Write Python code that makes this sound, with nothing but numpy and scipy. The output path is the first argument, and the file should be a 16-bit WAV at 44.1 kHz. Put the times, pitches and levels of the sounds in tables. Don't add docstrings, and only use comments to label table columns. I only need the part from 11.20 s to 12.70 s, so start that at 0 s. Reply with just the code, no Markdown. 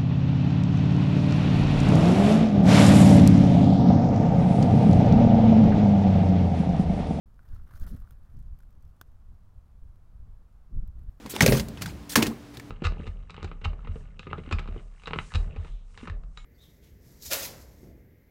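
import sys
import numpy as np
from scipy import signal
from scipy.fft import rfft, irfft
from scipy.io import wavfile
from scipy.ndimage import uniform_filter1d

SR = 44100
rng = np.random.default_rng(int(sys.argv[2]) if len(sys.argv) > 2 else 0)


def to_wav(sig):
    pcm = np.clip(np.atleast_2d(sig), -1, 1) * 32767
    pcm = np.round(pcm).astype(np.int16)
    wavfile.write(sys.argv[1], SR, pcm.T)


N = 66150
EVENT_T = np.arange(int(.7 * SR)) / SR

# frequency in Hz, relative density in dB.
METAL_SPECTRUM = [(300, -23.5), (680, -2.5), (1000, -1.5), (2000, -1), (3300, -2), (5000, -3), (8000, -9),
                  (11000, -13.5), (16000, -16)]


def amp(db):
    return 10 ** (np.asarray(db) / 20)


def unit(x):
    return x / np.sqrt(np.mean(x ** 2) + 1e-20)


def read(points, hz):
    table_hz, value = np.transpose(points)
    return np.interp(np.log(hz + 1), np.log(table_hz + 1), value)


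def add(mix, start_s, sound):
    part = mix[max(round(start_s * SR), 0):][:len(sound)]
    part += sound[:len(part)]


def noise(spectrum, tilt_db_oct=0, n=len(EVENT_T)):
    hz = np.fft.rfftfreq(n, 1 / SR)
    octaves = np.log2(np.maximum(hz, 500) / 3000)
    gain = amp(read(spectrum, hz) + tilt_db_oct * octaves)
    return unit(irfft(rfft(rng.standard_normal(n)) * gain, n))


def fade(t60_s, rise_s=0):
    return np.exp(-np.log(1000) * EVENT_T / t60_s) * (1 - np.exp(-EVENT_T / (rise_s + 1e-4)))


def ring(modes, spread_db=0):
    return sum(amp(db + spread_db * rng.standard_normal()) * fade(t60_s)
               * np.sin(2 * np.pi * hz * EVENT_T) for hz, db, t60_s in modes)


def outdoors(air_db=-47.5, air_fall_db_per_s=2, hum_rise_db_per_s=4.5):
    # frequency in Hz, relative density in dB.
    air_spectrum = [(20, -14), (60, 2), (130, -10.5), (215, -1), (290, -7), (520, -12.5), (2300, -23),
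                    (5000, -27), (10000, -36), (16000, -39)]
    # frequency in Hz, rms level at mid-scene in dB.
    hum_tones = [(119, -58), (290.7, -52.5)]
    t = (np.arange(N) - N / 2) / SR
    hum = sum(amp(db) * np.sqrt(2) * np.sin(2 * np.pi * (hz * t + rng.random())) for hz, db in hum_tones)
    air = amp(air_db - air_fall_db_per_s * t) * noise(air_spectrum, n=N)
    return air + hum * amp(hum_rise_db_per_s * t)


def rolling():
    # time in seconds, level in dB.
    roll_levels = [(.38, -33.5), (.48, -40), (.57, -49), (.63, -36), (.73, -38), (.8, -47), (.92, -52)]
    # frequency in Hz, relative density in dB.
    roll_spectrum = [(25, -15), (48, -3.5), (75, 1), (110, -4), (190, -3), (290, -19.5), (2000, -49)]
    times_s, db = np.transpose(roll_levels)
    level = np.interp(np.arange(N) / SR, times_s, amp(db), left=0, right=0)
    return uniform_filter1d(level, size=900) * noise(roll_spectrum, n=N)


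def squeak(start_s=1.105, length_s=.025, from_hz=660, to_hz=1330, gain_db=-40.5):
    out = np.zeros(N)
    progress = np.arange(0, 1, 1 / (length_s * SR))
    cycles = np.cumsum(from_hz + (to_hz - from_hz) * progress) / SR
    envelope = np.sqrt(abs(np.sin(np.pi * progress))) * (1 - progress / 2)
    add(out, start_s, amp(gain_db) * envelope * np.sin(2 * np.pi * cycles))
    return out


def clinking(x, depth_db=3.5, width_hz=450, length_s=.012):
    size, hop = 256, 64
    bins = signal.stft(x, SR, nperseg=size, noverlap=size - hop)[2]
    patch = np.outer(np.hanning(2 * width_hz * size // SR + 2), np.hanning(int(2 * length_s * SR / hop)))
    flicker = unit(signal.fftconvolve(rng.standard_normal(bins.shape), patch, "same"))
    clinks = signal.istft(bins * amp(depth_db * flicker), SR, nperseg=size, noverlap=size - hop)[1]
    return unit(clinks[:len(x)])


def scrapes(rise_s=.0048):
    # start in seconds, length in seconds, level in dB, tilt in dB per octave.
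    slides = [(0.094, 0.046, -35, 4.5), (0.133, 0.3, -38, -2), (0.15, 0.018, -33, -2),
              (0.272, 0.11, -29, 14), (0.325, 0.092, -33.5, -0.5), (0.608, 0.039, -38.5, -2.5),
              (.672, 0.059, -42, -3), (0.8918, 0.059, -36, 3.5), (0.916, 0.037, -34.5, 1.5),
              (1.031, 0.32, -56, -4), (1.335, 0.049, -50.5, -1.5)]
    # frequency in Hz, relative density in dB.
    scrape_spectrum = [(200, 6), (700, 2.5), (2900, 2), (8000, -3), (13000, -6.5), (16000, -11)]
    out = np.zeros(N)
    for start_s, length_s, db, tilt_db_oct in slides:
        stroke = np.minimum(EVENT_T / rise_s, 1) * np.maximum(1 - (EVENT_T / length_s) ** 2, 0)
        add(out, start_s, amp(db) * stroke * clinking(noise(scrape_spectrum, tilt_db_oct)))
    return out


def thumps(blows, modes, wash_spectrum, wash_db, wash_t60_s):
    out = np.zeros(N)
    for start_s, thump_db, hz, t60_s, boom_db in blows:
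        thump = amp(thump_db) * np.sin(2 * np.pi * hz * EVENT_T) * fade(t60_s, rise_s=.0016)
        boom = ring(modes) + amp(wash_db) * noise(wash_spectrum) * fade(wash_t60_s, rise_s=.0034)
        add(out, start_s, thump + amp(boom_db) * boom)
    return out


def hull():
    # start in seconds, thump level in dB, pitch in Hz, t60 in seconds, boom level in dB.
    bumps = [(.054, -24.5, 255, 0.038, -44.5), (.1385, -13, 382, 0.0093, -68), (.165, -16, 826, 0.013, -42),
             (.209, -21, 189, 0.12, -25), (.229, -2, 153, 0.035, -20.5), (.2628, -1, 509, .022, -38),
             (.3222, -3, 485, .023, -38), (.284, -7.5, 121, 0.028, -20), (.331, -15, 133.6, 0.1, -21.5),
             (.486, -30.5, 170, 0.1, -40)]
    # frequency in Hz, level in dB, t60 in seconds.
    hull_modes = [(52, -9, 0.84), (133.3, -1, 0.46), (161.7, -8.5, 0.25), (220.3, -1.5, 0.58),
                  (388, -6.5, 0.34), (418.6, -2.5, 0.16), (480, -12.5, 0.21), (553, -3, 0.11),
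                  (624, -11.5, 0.15)]
    # frequency in Hz, relative density in dB.
    wash_spectrum = [(25, -10), (55, -1), (130, -3), (220, 4), (300, -10.5), (560, -6), (2000, -55)]
    return thumps(bumps, hull_modes, wash_spectrum, wash_db=.5, wash_t60_s=.28)


def deck():
    # start in seconds, thump level in dB, pitch in Hz, t60 in seconds, boom level in dB.
    blows = [(.961, -25, 277, 0.062, -28), (.974, -13.5, 225.4, 0.22, -31.5),
             (1.0255, -13, 319, 0.064, -28.5), (1.081, -21.5, 227, 0.18, -39),
             (1.375, -35, 125, 0.047, -47.5)]
    # frequency in Hz, level in dB, t60 in seconds.
    plank_modes = [(130.5, -1.5, 0.34), (237, -16, 0.66), (288, -3.5, 0.35), (371, -5.5, 0.27),
                   (457.3, -1, 0.17)]
    # frequency in Hz, relative density in dB.
    wash_spectrum = [(25, -7), (60, -1.5), (130, -5.5), (250, 1), (450, -5.5), (700, -21.5), (2500, -37.5)]
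    return thumps(blows, plank_modes, wash_spectrum, wash_db=4.5, wash_t60_s=.3)


def shimmer(tilt_db_oct):
    # frequency in Hz, t60 in seconds.
    decay_times = [(300, 0.47), (5000, 0.18), (16000, 0.24)]
    hz, t, bins = signal.stft(clinking(noise(METAL_SPECTRUM, tilt_db_oct)), SR, nperseg=256)
    decay = np.exp(-np.log(1000) * t / read(decay_times, hz)[:, None])
    return signal.istft(bins * decay, SR, nperseg=256)[1][:len(EVENT_T)]


def chatter(depth=.4):
    shake = unit(uniform_filter1d(rng.standard_normal(len(EVENT_T)), size=130))
    return (1 + depth * shake) / np.hypot(1, depth)


def clack(centre_hz, spread=.13):
    envelope = fade(t60_s=.022, rise_s=.0002)
    modes_hz = centre_hz * (1 + np.linspace(-spread, spread, num=7))
    cluster = envelope * sum(np.sin(2 * np.pi * (hz * EVENT_T + rng.random())) for hz in modes_hz)
    return cluster * np.linalg.norm(envelope) / np.linalg.norm(cluster) / np.sqrt(2)


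def knocks(modes_db=-7):
    # start in seconds, crack level in dB, crack t60 in seconds, tilt in dB per octave,
    # frame level in dB, clack pitch in Hz, clack level in dB.
    hits = [(.061, -38.5, 0.03, 0, -53, 980, -31.5), (.1638, -18, 0.01, -2, -61, 2320, -42),
            (.2069, -13.5, .022, 1, -29, 1970, -3), (.2098, -17.5, .03, 0, -28, 860, -13),
            (0.2209, -21, 0.074, 2, -27.5, 6100, -19), (0.2617, -13.5, 0.038, 2.5, -31.5, 2250, -11),
            (0.2771, -26, 0.036, 0, -31, 4600, -21), (0.3217, -25, 0.054, 1, -33.5, 2120, -18.5),
            (0.3695, -48, .05, 5.5, -34.5, 4470, -31), (0.397, -27, 0.055, 1.5, -48, 4370, -28),
            (0.485, -36.5, 0.021, 6, -66, 8380, -46), (.573, -49.5, .05, -3.5, -49, 3000, -36),
            (.620, -26.5, 0.037, 3, -41, 1526, -26), (.659, -34, 0.058, 0.5, -59, 1400, -26.5),
            (.9556, -15, .098, 4, -27, 1620, -7), (.9575, -20, .02, 0, -33, 2600, -13),
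            (.9593, -12, .021, -2, -30, 1050, -8.5), (.974, -34, 0.043, -6, -29.5, 1780, -17.5),
            (1.022, -23.5, 0.021, -3, -40, 2590, -25), (1.0252, -19, 0.05, 1, -33.5, 2560, -16.5),
            (1.0601, -33, 0.026, -2, -60, 2540, -27), (1.067, -28.5, 0.054, 2, -50, 3520, -44),
            (1.371, -39, 0.031, 1, -70, 3900, -36), (1.3977, -37.5, 0.016, 1, -70, 2000, -32)]
    # frequency in Hz, level in dB, t60 in seconds.
    frame_modes = [(997, 0.5, 0.06), (1400, -4, 0.098), (1607, 0, 0.17), (1855, -1.5, .2), (2134, -7, 0.21),
                   (2562, 5, 0.11), (4480, 3, 0.1), (5421, -1, 0.099), (6314, 1, 0.073)]
    out = np.zeros(N)
    for start_s, crack_db, t60_s, tilt_db_oct, frame_db, clack_hz, clack_db in hits:
        crack = amp(crack_db) * noise(METAL_SPECTRUM, tilt_db_oct) * fade(t60_s)
        frame = shimmer(tilt_db_oct) + amp(modes_db) * ring(frame_modes, spread_db=4.5) * chatter()
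        add(out, start_s, crack + amp(clack_db) * clack(clack_hz) + amp(frame_db) * frame)
    return out


def scene():
    return (hull() + deck() + knocks() + rolling() + scrapes() + squeak() + outdoors())[None]


def record(dry, low_cut_hz=37.2, ceiling=.7, high_cut_hz=15900):
    dry = signal.sosfilt(signal.butter(2, low_cut_hz, "high", fs=SR, output="sos"), dry)
    rounded = dry / (1 + (dry / ceiling) ** 4) ** .25
    low_pass = signal.firwin(255, high_cut_hz, window=("kaiser", 9), fs=SR)
    return signal.oaconvolve(rounded, low_pass[None], "same")


dry = scene()
out = record(dry)
to_wav(out)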